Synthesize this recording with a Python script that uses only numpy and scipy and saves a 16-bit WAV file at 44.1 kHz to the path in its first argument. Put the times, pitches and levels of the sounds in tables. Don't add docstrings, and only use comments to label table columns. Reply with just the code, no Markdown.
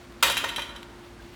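import sys
import numpy as np
from scipy import signal
from scipy.io import wavfile

SR = 44100
rng = np.random.default_rng(int(sys.argv[2]) if len(sys.argv) > 2 else 0)


def digitize_waveform(pressure):
    field = np.atleast_2d(pressure).T
    bounded = np.clip(field, -1, 1)
    quanta = np.round(bounded * 32767).astype(np.int16)
    wavfile.write(sys.argv[1], SR, quanta)


N = 59535
T = np.arange(N) / SR
EDGES_HZ = np.geomspace(22, 19000, 30)
CENTRES_HZ = np.sqrt(EDGES_HZ[1:] * EDGES_HZ[:-1])


def from_db(db):
    return 10 ** (np.asarray(db) / 20)


def fade(t60):
    return np.exp(-np.log(1000) * T / np.maximum(t60, 1e-4))


def per_band(table, column=1):
    table = np.array(table)
    return np.interp(np.log(CENTRES_HZ), np.log(table[:, 0]), table[:, column])


def octaves(hz, floor_hz=574):
    return np.log2(np.maximum(hz, floor_hz) / 2000)


def noise_bands():
    white = rng.standard_normal((2, N + SR // 2))
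    filters = [signal.butter(2, EDGES_HZ[k:k + 2], "band", fs=SR, output="sos")
               for k in range(len(CENTRES_HZ))]
    return np.array([signal.sosfilt(sos, white[k % 2])[-N:] for k, sos in enumerate(filters)])


def band_gains(spectrum, tilt_db=0):
    gains = from_db(per_band(spectrum) + tilt_db * octaves(CENTRES_HZ))
    return gains / np.sqrt(np.sum(gains ** 2 * np.diff(EDGES_HZ)) * 2 / SR)


def drift(per_s):
    return np.interp(T * per_s, np.arange(200), rng.standard_normal(200))


def add(out, start_s, sound):
    start = int(start_s * SR)
    out[start:] += sound[:N - start]


def outdoor_air():
    # f/Hz, relative density/dB
    spectrum = [(15, -40), (25, -20), (48, -3.5), (146, -14), (239, -7.5), (315, -16), (351, 5),
                (382, -21.5), (414, -14), (489, -21.5), (531, -16), (1470, -21), (8800, -37.5),
                (16600, -53.5), (18000, -45)]
    return from_db(-48) * (band_gains(spectrum) @ noise_bands())


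def shuffle():
    # f/Hz, relative density/dB
    spectrum = [(200, -10), (700, 0), (2200, 4), (4000, 3), (7000, -23), (10000, -19), (13000, -12),
                (17000, -15)]
    # t/s, level/dB
    swells = [(0, -61), (.88, -64), (1.06, -56), (1.15, -66), (1.25, -55), (1.35, -55)]
    level_db = np.interp(T, *np.transpose(swells)) + 3.5 * drift(per_s=120)
    return from_db(level_db) * (band_gains(spectrum) @ noise_bands())


def motor_hum():
    # f/Hz, rms level/dB
    partials = [(55, -55), (119, -60), (246, -63), (349.5, -52.5)]
    waver_db, waver_rad, wavers_per_s = 2, 0.88, 8.6
    hum = np.zeros(N)
    for hz, db in partials:
        amplitude = np.sqrt(2) * from_db(db + waver_db * drift(wavers_per_s))
        hum += amplitude * np.sin(2 * np.pi * hz * T + waver_rad * drift(wavers_per_s))
    return hum


def struck_metal(contacts, clack_spectrum, modes, clack_t60_s):
    clacks, ringing, bands = np.zeros(N), np.zeros(N), noise_bands()
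    band_t60 = clack_t60_s * 2 ** (-0.16 * octaves(CENTRES_HZ))
    crack = fade(t60=0.0073)
    envelopes = fade(band_t60[:, None]) + crack
    hz, mode_db, mode_t60 = np.transpose(modes)
    rings = np.sin(2 * np.pi * hz[:, None] * T) * fade(mode_t60[:, None])
    for start_s, db, tilt_db, ring_db, rise_s in contacts:
        attack = from_db(db) * (1 - np.exp(-T / max(rise_s, 1 / SR)))
        scatter_db = 0.5 * rng.standard_normal(len(hz))
        strengths = from_db(ring_db + mode_db + tilt_db * octaves(hz) - scatter_db)
        bursts = np.roll(bands, rng.integers(N), axis=1) * envelopes
        polarities = rng.choice([-1, 1], len(hz))
        add(clacks, start_s, attack * (band_gains(clack_spectrum, tilt_db) @ bursts))
        add(ringing, start_s, attack * ((strengths * polarities) @ rings))
    return clacks, ringing


def gate_frame():
    # t/s, level/dB, brightness/(dB per octave), ring/dB, rise/s
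    knocks = [(0.2263, -16.5, 0, -7, 0.00029), (0.2287, -14, 0, -6, 0.00015),
              (0.2322, -17.5, 1.5, -9, 0.0003), (0.2352, -19, 1.5, -7, .0004),
              (0.2378, -23, 2.5, -3, 0.00088), (0.247, -23.5, -3, 0.5, 0.0011),
              (0.268, -21, -3, -7.5, 0.001), (0.283, -30.5, -9, -2.5, 0.0037),
              (0.2965, -24, -8.5, -10, 0.0013), (0.3688, -34, -0.5, -20, 0.001),
              (0.4395, -24.5, -2.5, -0.5, 0.001), (0.445, -29.5, -1, 0.5, 0.00067),
              (0.477, -27.5, -3.5, -8, 0.0042), (0.579, -29, -5.5, -1.5, 0.0017),
              (0.582, -30, -4, -6.5, 0.0016), (0.700, -44, -4, 0.5, .003), (0.748, -38.5, -5.5, -5, 0.0022)]
    # f/Hz, relative density/dB
    clack = [(30, -57), (80, -15), (150, -30), (300, -16), (450, -18), (570, -9), (750, -13.5), (1000, -3),
             (1400, -2), (2100, -7.5), (3600, -4.5), (4800, -13), (9500, -16.5), (13000, -19), (17000, -28)]
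    # f/Hz, relative level/dB, t60/s
    modes = [(291.7, -27.5, 0.3), (545, -20, .15), (568.8, -19, 0.28), (917, -14.5, 0.24), (945, -12, 0.16),
             (1172, -35, 0.15), (1462, -15, 0.38), (1862, -12, 0.27), (1868, -10, 0.23), (2036, -16, 0.32),
             (2430, -8.5, 0.21), (2574, -14, 0.18), (2763, -31, 0.13), (3810, -7, 0.093), (6160, -16, 0.11),
             (7000, -32, 0.091)]
    return struck_metal(knocks, clack, modes, clack_t60_s=0.064)


def gate_latch():
    # t/s, level/dB, brightness/(dB per octave), ring/dB, rise/s
    clicks = [(0.2266, -27.5, 8.5, -6.5, 0.00015), (0.2985, -25, 2, 0.5, 0.00066), (0.309, -31, 3, 4, .002),
              (0.3225, -45, -5, -5, .001), (0.361, -61, -17, 1, 0.0037), (0.3692, -22, -1.5, -3, 0.0002),
              (0.3762, -29.5, 4.5, 1.5, 0.0014), (0.427, -34, -26, 0, 0.0048),
              (0.4405, -32, -8, 10, 0.0016), (0.488, -30, 0, 4.5, 0.0034), (0.5607, -31, 1.5, 5.5, 0.00055),
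              (0.594, -34, -1, 0, 0.00039), (0.6188, -37.5, 0, 9, 0.00067), (0.677, -55, 5, -15, 0.0013),
              (0.691, -45, -4, 12.5, 0.0014), (0.7605, -42, 0.5, 3, 0.0014)]
    # f/Hz, relative density/dB
    clack = [(100, -30), (800, -13), (2200, 3.5), (3200, 3), (4000, -10), (4800, -4.5), (8000, -11.5),
             (10500, -12), (17000, -24.5)]
    # f/Hz, relative level/dB, t60/s
    modes = [(3085, -2, 0.037), (3150, -3, 0.1), (3197, -7, 0.081), (3440, -9, 0.087), (3880, -9, 0.074),
             (3940, -6, 0.12), (5750, -16, 0.069), (7980, -26, 0.13), (9835, -12.5, 0.052),
             (12300, -27, .1)]
    return struck_metal(clicks, clack, modes, clack_t60_s=0.082)


def patio(send, build_s=0.01):
    # f/Hz, gain/dB, t60/s
    tail = [(148, 0.5, 1.3), (298, -1.5, 0.8), (596, -6, 0.89), (1120, -9, 1.58), (2090, -2.5, 0.51),
            (3940, -2.5, 0.57), (7500, -3, 0.43), (15900, -4, 0.28)]
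    envelopes = fade(per_band(tail, column=2)[:, None]) * (1 - np.exp(-T / build_s))
    envelopes /= np.sqrt(np.sum(envelopes ** 2, axis=1, keepdims=True))
    response = from_db(per_band(tail)) @ (noise_bands() * envelopes)
    return signal.fftconvolve(send, response)[:N]


def latch_ticks():
    # t/s, level/dB, brightness/(dB per octave)
    ticks = [(0.2715, -28, 10), (0.3225, -28, 15), (0.3772, -29.5, 13), (0.487, -38, 17), (0.594, -38, 12),
             (0.83, -33.5, -1.5)]
    # f/Hz, relative density/dB
    spectrum = [(1200, -18), (3400, 6.5), (4800, -13), (6300, -8), (8000, -17), (11000, -13), (14500, -26),
                (17000, -35)]
    out, bands = np.zeros(N), noise_bands()
    for start_s, db, tilt_db in ticks:
        noise = np.roll(band_gains(spectrum, tilt_db) @ bands, rng.integers(N))
        add(out, start_s, from_db(db) * noise * fade(t60=0.011))
    return out


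def squeak(peak_s=1.202, hz=1590, width_s=0.0062):
    envelope = np.exp(-((T - peak_s) / width_s) ** 2)
    return from_db(-44.5) * envelope * np.sin(2 * np.pi * hz * T)


def scene():
    frame_clack, frame_ring = gate_frame()
    latch_clack, latch_ring = gate_latch()
    clacks = frame_clack + latch_clack
    tail = patio(clacks + from_db(-1.5) * frame_ring + from_db(-7.5) * latch_ring)
    gate = clacks + frame_ring + latch_ring + latch_ticks()
    return (gate + tail + squeak() + outdoor_air() + shuffle() + motor_hum())[None]


def record(dry, low_cut_hz=42, high_cut_hz=18700, ceiling=0.75):
    thinned = signal.sosfilt(signal.butter(4, low_cut_hz, "high", fs=SR, output="sos"), dry)
    rounded = ceiling * np.tanh(thinned / ceiling)
    return signal.sosfilt(signal.cheby2(12, 60, high_cut_hz, fs=SR, output="sos"), rounded)


dry = scene()
out = record(dry)
digitize_waveform(out)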